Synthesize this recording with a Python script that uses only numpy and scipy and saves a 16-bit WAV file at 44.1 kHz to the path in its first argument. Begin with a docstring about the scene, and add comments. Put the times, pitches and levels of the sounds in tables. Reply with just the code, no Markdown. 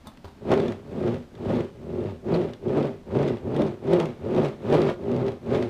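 """A toy truck with paint-wet rubber tyres, pushed up and down a sheet of paper on an easel.
One microphone stands close by, in a small furnished room. First the truck is handled and set down.
Then the tread lugs drum on the board, faster and harder in mid-stroke, the paper hisses and wet
paint crackles as it peels off the tread. The loose plastic wheels click on their axles, the tyres
bump the board, and once the wet rubber squeaks."""
import sys
import numpy as np
from scipy import signal
from scipy.fft import rfft, irfft, next_fast_len
from scipy.io import wavfile
from scipy.ndimage import uniform_filter1d

SR = 44100
rng = np.random.default_rng(int(sys.argv[2]) if len(sys.argv) > 2 else 0)


def wav_out(sig):
    """Save sig, one row per channel (or a flat mono array), as 16-bit PCM at SR to the path in sys.argv[1]."""
    wavfile.write(sys.argv[1], SR, np.round(np.clip(np.atleast_2d(sig).T, -1, 1) * 32767).astype(np.int16))


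N = 250972
TIME = np.arange(N) / SR


def undb(db):
    """Decibels to gain."""
    return 10 ** (np.asarray(db) / 20)


def unit(x):
    """Scale to rms 1."""
    return x / np.sqrt(np.mean(x ** 2))


def steady(x, span_s):
    """Hold the rms near 1 over each span; quicker grain stays."""
    return x / np.sqrt(uniform_filter1d(x ** 2, int(span_s * SR)) + 1e-4 * np.mean(x ** 2))


def band(x, low_hz, high_hz, order=2):
    """Band-pass filter."""
    return signal.sosfilt(signal.butter(order, [low_hz, high_hz], "band", fs=SR, output="sos"), x)


def low_pass(x, hz):
    """The part of x below hz, without delay."""
    return signal.sosfiltfilt(signal.butter(3, hz, fs=SR, output="sos"), x)


def through(x, impulse):
    """Play x through an impulse response."""
    return signal.oaconvolve(x, impulse)[:len(x)]


def response(colour, modes=(), size=8192):
    """Minimum-phase impulse response of a broad colour with resonances standing on it."""
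    hz = np.maximum(np.arange(size // 2 + 1) * SR / size, 1)
    corner_hz, corner_db = np.transpose(colour)
    gain = undb(np.interp(np.log(hz), np.log(corner_hz), corner_db))
    peaks = sum(undb(db) ** 2 / (1 + (2 * (hz - pitch_hz) / width_hz) ** 2) ** 2
                for pitch_hz, width_hz, db in modes)
    cepstrum = irfft(np.log(gain * np.sqrt(1 + peaks)))
    cepstrum[1:size // 2] *= 2
    cepstrum[size // 2 + 1:] = 0
    impulse = irfft(np.exp(rfft(cepstrum)))
    return impulse / np.linalg.norm(impulse)


def ringing(modes, t):
    """Decaying sines from rows of pitch_hz, level_db, t60_s."""
    return sum(undb(db - 60 * t / t60_s) * np.sin(2 * np.pi * hz * t) for hz, db, t60_s in modes)


def wander(per_s):
    """Glide between random values, per_s of them a second, at rms 1."""
    step = int(SR / per_s)
    held = np.repeat(rng.standard_normal(N // step + 1), step)
    return unit(uniform_filter1d(held, step)[:N])


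def grains(per_s, spread_db):
    """Tiny slips and snaps at random moments, most small and a few large."""
    impulses = (rng.random(N) < per_s / SR) * rng.standard_normal(N)
    size_db = spread_db * np.minimum(rng.exponential(size=N), 4)
    return unit(impulses * undb(size_db))


def add(out, start_s, x):
    """Mix x into out from start_s."""
    i = int(start_s * SR)
    out[i:i + len(x)] += x[:max(N - i, 0)]


# The quiet room at the microphone: frequency_hz, level_db
ROOM_TONE_COLOUR = [(15, -4), (25, 1), (45, 0), (70, 2), (130, -1), (240, 5), (400, -11), (700, -12),
                    (1200, -17.5), (3000, -24.5), (5000, -28.5), (9000, -37), (15000, -42)]
def room_tone(level_db=-50.5):
    """A steady, low hush lies under everything."""
    return unit(through(rng.standard_normal(N), response(ROOM_TONE_COLOUR))) * undb(level_db)


# Fingers on the toy: frequency_hz, level_db
RUSTLE_COLOUR = [(60, -6), (250, 1), (900, 7), (1500, -3.5), (2500, -10.5), (4300, -9), (6000, -20),
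                 (10000, -26), (15000, -29)]
# The truck shifts in the hand, then is set down on the paper: peak_s, level_db, attack_s, decay_s
TOUCHES = [(.066, -49, .018, .05), (.247, -43.5, .004, .04)]
def handling(hold_db=-65):
    """Fingers and tyres rustle faintly as the truck is held before the first stroke."""
    slips = grains(per_s=5000, spread_db=1.9) * undb(1.5 * wander(69))
    rustle = steady(through(slips, response(RUSTLE_COLOUR)), span_s=.045)
    touches = sum(undb(db) * np.exp(-np.maximum((peak_s - TIME) / attack_s, (TIME - peak_s) / decay_s))
                  for peak_s, db, attack_s, decay_s in TOUCHES)
    holding = undb(hold_db) * (TIME < STROKES[0][0])
    return rustle * np.hypot(touches, holding)


# The easel's board under the paper: frequency_hz, level_db
BOARD_COLOUR = [(30, -28), (55, -14), (90, -3.5), (130, -4), (190, -1), (290, -5.7), (390, 0), (480, -5),
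                (600, -7), (780, -13.5), (1100, -19.5), (1500, -26), (3000, -38.5), (8000, -70)]
# Its resonances: pitch_hz, width_hz, gain_db
BOARD_MODES = [(144, 12, -8), (212, 12, -1), (243.8, 12, 0), (360, 14, 2), (398, 13, 3), (432, 14, -3),
               (539, 14, 2.5), (572, 14, -6), (609, 14, -1.5), (849, 18, 3), (1224, 36, 0)]
# The truck's heaviest bumps: start_s, level_db, relative_thud_db
BUMPS = [(0.058, -39, -3), (0.245, -29, -3), (0.255, -30, -3), (0.28, -35, -6), (0.481, -26, -8),
         (0.509, -19, -14), (0.518, -18, -14), (0.902, -34, -6), (1.145, -22, -10), (1.475, -25, -1),
         (1.761, -39, -3), (2.306, -18, -17), (2.77, -16, -16), (3.557, -19, -12), (4.251, -26, -13),
         (4.348, -21, -12), (4.42, -17, -12), (4.726, -13, -15), (4.892, -20, -16), (5.096, -23, -19),
         (5.229, -19, -12), (5.492, -25, -10)]
def bumps(trim_db=-1.5, thud_hz=86, thud_s=.015):
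    """Soft rubber blows ring the board and rock the easel's frame."""
    board = response(BOARD_COLOUR, BOARD_MODES)
    board /= np.abs(board).max()
    out, t = np.zeros(N), TIME[:len(board)]
    thud = np.sin(2 * np.pi * thud_hz * t) * np.exp(-t / thud_s)
    for start_s, level_db, thud_db in BUMPS:
        add(out, start_s, undb(level_db + trim_db) * (board + undb(thud_db) * thud))
    return out


# Truck and table top ringing together: pitch_hz, level_db, t60_s
CLACK_MODES = [(221, 4, .18), (650, -2, .05), (867, 1, .06), (1030, 1, .05), (1265, -5, .07),
               (2040, -10, .05), (3558, -7, .1), (3800, -7, .05), (4447, -11, .04), (6121, -16, .05),
               (8500, -11, .025), (9205, -17, .08), (11300, -15, .03)]
def table_clack(start_s=.0708, level_db=-41, crack_db=-5.5, crack_s=.005):
    """Hard plastic meets the table top: a bright crack, and both ring on."""
    out, t = np.zeros(N), TIME[:SR // 4]
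    crack = unit(band(rng.standard_normal(len(t)), 3000, 12000)) * np.exp(-t / crack_s)
    add(out, start_s, undb(level_db) * (ringing(CLACK_MODES, t) + undb(crack_db) * crack))
    return out


# The truck's plastic shell: pitch_hz, level_db, t60_s
SHELL_MODES = [(1283, 3.5, 0.034), (2042, 6, 0.027), (2386, -2, 0.016), (3290, 0, 0.033), (3540, 2, 0.032),
               (4450, -10, 0.034), (6120, -10, 0.012), (9205, -26.5, .05)]
# The loudest clicks of wheels and body: start_s, level_db, treble_db
LOUD_CLICKS = [(0.173, -42, -29), (0.517, -24, -31), (0.5384, -24, -35), (0.5764, -29, -28),
               (0.6004, -28, -33), (0.6814, -29.5, -34), (0.7216, -30, -31), (1.1428, -33, -34),
               (1.3527, -37.5, -30), (1.6065, -29, -34), (2.535, -31.5, -35), (2.7727, -31, -25),
               (3.2851, -30, -31), (3.3703, -39, -26), (3.5643, -28, -26), (3.6192, -27, -22),
               (3.934, -23.5, -17), (4.0008, -21, -37), (4.0561, -32, -30), (4.348, -33, -29),
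               (4.7257, -26, -23), (4.8179, -25, -28), (4.8987, -27.5, -25), (5.282, -30, -37),
               (5.5483, -28, -28), (5.6259, -24.5, -31)]
def wheel_clicks(small_clicks, trim_db=-.5, ring_gain=.26, crack_db=2, crack_s=.0025,
                 snap_db=10.5, snap_s=.0009, scatter_db=4):
    """A wheel knocks on its axle: a short crack, a treble snap and a ring of the shell."""
    out, t = np.zeros(N), TIME[:SR // 12]
    pitch_hz, mode_db, t60_s = np.transpose(SHELL_MODES)
    for start_s, level_db, treble_db in LOUD_CLICKS + small_clicks:
        # the grip and the point of impact change the ring from click to click
        detune, weight = rng.standard_normal((2, len(pitch_hz)))
        shell = ringing(zip(pitch_hz * (1 + .01 * detune), mode_db + scatter_db * weight, t60_s), t)
        crack = unit(band(rng.standard_normal(len(t)), 1200, 3600)) * np.exp(-t / crack_s)
        snap = unit(band(rng.standard_normal(len(t)), 5500, 10500)) * np.exp(-t / snap_s)
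        click = ring_gain * shell + undb(crack_db) * crack + undb(snap_db + treble_db) * snap
        add(out, start_s, undb(level_db + trim_db) * click / np.abs(click).max())
    return out


# Pushes along the paper: start_s, speed_up_s, hold_s, slow_down_s, top_lug_hz, effort_db, wetness_db
STROKES = [(.386, .157, 0, .305, 135, -.4, .3), (.765, .315, 0, .195, 116, -4, 2.8),
           (1.296, .245, 0, .195, 122, -2.8, 1.8), (1.64, .405, 0, .185, 100, -7, 0),
           (2.206, .105, .075, .21, 170, -2.7, .4), (2.577, .147, .085, .206, 144, -2.9, -1.3),
           (3.036, .165, 0, .257, 145, -.1, -.3), (3.355, .22, .052, .189, 149, -2.8, -2.2),
           (3.775, .153, .04, .228, 175, -.3, -.4), (4.125, .275, 0, .2, 150, -1.2, .8),
           (4.561, .195, .045, .19, 152, 1.3, 3), (4.89, .265, .065, .208, 125, -3.1, -1.9),
           (5.393, .154, 0, .255, 130, -1.3, 2.8)]
def arm_strokes(turn_lug_hz=30, blend_s=.04):
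    """The arm's swing goes from 0 at each turn to 1 at full speed, and the lug rate follows it."""
    strokes = np.array(STROKES)
    ramps = np.array([np.interp(TIME, np.cumsum(row[:4]), [0, 1, 1, 0]) for row in strokes])
    arcs = np.sin(np.pi / 2 * ramps)
    swing = arcs.max(axis=0)
    under_way = strokes[arcs.argmax(axis=0)]
    top_lug_hz, effort_db, wet_db = uniform_filter1d(under_way.T[4:], int(blend_s * SR))
    lug_hz = turn_lug_hz + (top_lug_hz - turn_lug_hz) * swing
    return swing, lug_hz, effort_db, wet_db


def follow_arm(swing, effort_db, full_db, drop_db, per_effort, lag_s=0, fade_s=.1):
    """A level in dB that fades in for the first stroke, grows with effort and drops at each turn."""
    start_s = STROKES[0][0]
    fade_db = np.interp(TIME, [start_s - fade_s, start_s], [-60, 0])
    level_db = full_db - drop_db * (1 - swing) + per_effort * effort_db
    return np.interp(TIME - lag_s, TIME, level_db) + fade_db


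def tread_strikes(lug_hz, wobble=.025, jitter_lugs=.08, scatter_db=3.3, lean_db=5, max_lugs=1500):
    """Each of four wheels strikes once per lug, a little unevenly; the hand leans mostly on one."""
    strikes = np.zeros(N)
    for wheel in range(4):
        lugs_passed = np.cumsum(lug_hz * np.exp(wobble * wander(9))) / SR + rng.random()
        lateness, force = rng.standard_normal((max_lugs, 2))[:int(lugs_passed[-1])].T
        at = np.searchsorted(lugs_passed, np.arange(len(force)) + jitter_lugs * lateness)
        strikes[at.clip(0, N - 1)] += undb(scatter_db * force - lean_db * wheel)
    return strikes


def disperse(x, delay_s=.011, at_hz=400):
    """Bending waves cross a board more slowly the lower they are, so each blow is drawn out."""
    size = next_fast_len(len(x) + SR // 4)
    hz = np.arange(size // 2 + 1) * SR / size
    phase_lag = 4 * np.pi * delay_s * np.sqrt(at_hz * hz)
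    return irfft(rfft(x, size) * np.exp(-1j * phase_lag), size)[:len(x)]


def board_resonance(drive, travel_lugs, node_lugs=22, at_hz=480):
    """The board's modes gather the energy and ring on; each fades as the truck crosses its node lines."""
    shake = drive
    for hz, width_hz, gain_db in BOARD_MODES:
        # node lines lie closer together for higher modes
        nodes_crossed = travel_lugs / node_lugs * np.sqrt(hz / at_hz) + rng.random()
        coupling = np.abs(np.sin(np.pi * nodes_crossed))
        mode = signal.lfilter(*signal.iirpeak(hz, hz / width_hz, fs=SR), drive * coupling)
        shake = shake + undb(gain_db) * mode
    return unit(shake) * np.std(drive)


def drumming(strikes, lug_hz, soft_db, hard_db, scuff_db=-9, split_hz=480,
             squash_gain=2.2, squash_hz=130, brisk_lug_hz=135):
    """Lug blows and scuffing rubber shake the board; hard blows reach higher, slow ones stay deep."""
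    blows = unit(strikes - uniform_filter1d(strikes, SR // 40))
    scuff = undb(scuff_db) * rng.standard_normal(N)
    push = through(disperse(blows + scuff), response(BOARD_COLOUR))
    push = band(push, 35, 1260, order=3)
    # a slow lug has time to squash, which lengthens its push
    slowness = np.clip(1 - lug_hz / brisk_lug_hz, 0, .5)
    push = push + squash_gain * slowness * low_pass(push, squash_hz)
    soft = low_pass(push, split_hz)
    drive = steady(soft, span_s=.04) * undb(soft_db) + steady(push - soft, span_s=.04) * undb(hard_db)
    return board_resonance(drive, travel_lugs=np.cumsum(lug_hz) / SR)


# Rubber dragging on paper: frequency_hz, level_db
PAPER_COLOUR = [(400, -15.5), (800, -1.5), (1220, 3), (1600, -.8), (2500, -3.3), (3500, -8.3), (5000, -17),
                (8000, -31), (15000, -44)]
def paper_hiss(strikes, drag_s=.0034, grip=.4, patchy_db=1.4):
    """Each lug drags briefly over the paper fibres."""
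    contact = unit(through(strikes, np.exp(-TIME[:SR // 20] / drag_s)))
    slips = grains(per_s=14000, spread_db=2.1) * (1 + grip * contact) * undb(patchy_db * wander(70))
    return steady(through(slips, response(PAPER_COLOUR)), span_s=.06)


# Wet paint peeling, heard close: frequency_hz, level_db
PAINT_COLOUR = [(500, -9), (1500, -3), (3500, 5), (5500, -4), (8000, -4), (10500, -12), (15000, -17)]
def paint_crackle():
    """Threads of wet paint snap as the tread lifts, over a fine hiss."""
    snaps = grains(per_s=1200, spread_db=3.2) + rng.standard_normal(N)
    return steady(through(snaps, response(PAINT_COLOUR)), span_s=.068)


def wheel_rattle(swing, rub_db, top_per_s=24, over_rub_db=10, scatter_db=2, treble_db=-30, tries=400):
    """Loose wheels click at random, most in mid-stroke: rows of start_s, level_db, treble_db."""
    at = rng.integers(0, N, tries)
    heard = rng.random(tries) < top_per_s * swing[at] * N / SR / tries
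    level_db = rub_db[at] + over_rub_db + scatter_db * rng.standard_normal(tries)
    return [(i / SR, db, treble_db) for i, db in zip(at[heard], level_db[heard])]


# A tyre catches on the paper: peak_s, extra_drum_db, extra_scrape_db, extra_crackle_db
GRABS = [(.523, 3.5, 14, 1), (.703, 6, 3, 0), (1.072, 2.5, 5, 1), (1.511, 1.5, 5.5, 4), (1.6, 3, 3, 0),
         (2.081, 1, 3.5, 0), (2.345, 5.5, 8, 3), (2.675, 4.5, 1, 0), (2.784, 4, 8, 5), (2.858, 0, 5, 0),
         (3.167, 3.5, 3, 1), (3.328, 6, .5, 0), (3.462, 7.5, 2.5, 2), (3.61, 4.5, 9, 4), (3.932, 3, 7, 2.5),
         (4.004, 0, 6, 8), (4.257, 6, .5, 0), (4.384, 4.5, 6, 3.5), (4.453, .5, 7.5, 11),
         (4.742, 3.5, 9.5, 10), (4.902, 3, 11, 1), (5.29, 0, 4.5, 0), (5.542, .5, 5.5, 1)]
def tyre_grabs(sigma_s=.016):
    """A tyre presses harder for a moment: bell-shaped rises in dB of drumming, scrape and crackle."""
    peak_s, *rises_db = np.transpose(GRABS)
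    swells = np.exp(-((TIME - peak_s[:, None]) / sigma_s) ** 2 / 2)
    return np.array(rises_db) @ swells


def rubber_squeak(start_s=2.339, pitch_hz=4450, length_s=.018, peak_db=-38, roughness=.08):
    """Wet rubber sticks and slips very fast for a moment, at an unsteady pitch."""
    out, n = np.zeros(N), int(length_s * SR)
    phase = 2 * np.pi * np.cumsum(pitch_hz * (1 + roughness * wander(900)[:n])) / SR
    envelope = np.sin(np.pi * np.sqrt(np.arange(n) / n)) ** 2
    add(out, start_s, undb(peak_db) * envelope * np.sin(phase))
    return out


def small_room(direct, tail_db=-9.5, bass_t60_s=.27, treble_t60_s=.22, gap_s=.0045,
               split_hz=900, bass_db=-4):
    """A short diffuse tail reaches the microphone; in the bass the nearby board outweighs it most."""
    t = TIME[:SR // 2]
    noise = rng.standard_normal(len(t))
    low = low_pass(noise, split_hz)
    bass = low * undb(bass_db - 60 * t / bass_t60_s)
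    treble = (noise - low) * undb(-60 * t / treble_t60_s)
    tail = (bass + treble) * (t > gap_s)
    reverb = through(direct, tail / np.linalg.norm(tail))
    return (direct + undb(tail_db) * reverb) / np.hypot(1, undb(tail_db))


def scene(lag_s=.014):
    """The truck and the room from beside the easel, in mono; paper and paint trail the board by lag_s."""
    swing, lug_hz, effort_db, wet_db = arm_strokes()
    press_db, scrape_db, crackle_db = tyre_grabs()
    soft_db = follow_arm(swing, effort_db, full_db=-21.7, drop_db=31.8, per_effort=.95)
    hard_db = follow_arm(swing, effort_db, full_db=-30.8, drop_db=31.2, per_effort=1.5)
    rub_db = follow_arm(swing, effort_db, full_db=-42.2, drop_db=26, per_effort=1.6, lag_s=lag_s)
    paint_db = follow_arm(swing, effort_db, full_db=-63.2, drop_db=14.8, per_effort=.55, lag_s=lag_s)
    strikes = tread_strikes(lug_hz)
    board = drumming(strikes, lug_hz, soft_db + press_db, hard_db + scrape_db)
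    paper = paper_hiss(strikes) * undb(rub_db + .8 * scrape_db + .45 * wet_db)
    paint = paint_crackle() * undb(paint_db + wet_db + crackle_db)
    air = room_tone()
    truck = handling() + board + paper + paint + rubber_squeak()
    knocks = bumps() + table_clack() + wheel_clicks(wheel_rattle(swing, rub_db))
    return (small_room(truck + knocks) + air)[None]


def record(dry, top_hz=15100):
    """The camera behind the microphone cuts the top of the treble steeply."""
    return signal.sosfilt(signal.ellip(8, .2, 70, top_hz, fs=SR, output="sos"), dry)


dry = scene()
out = record(dry)
wav_out(out)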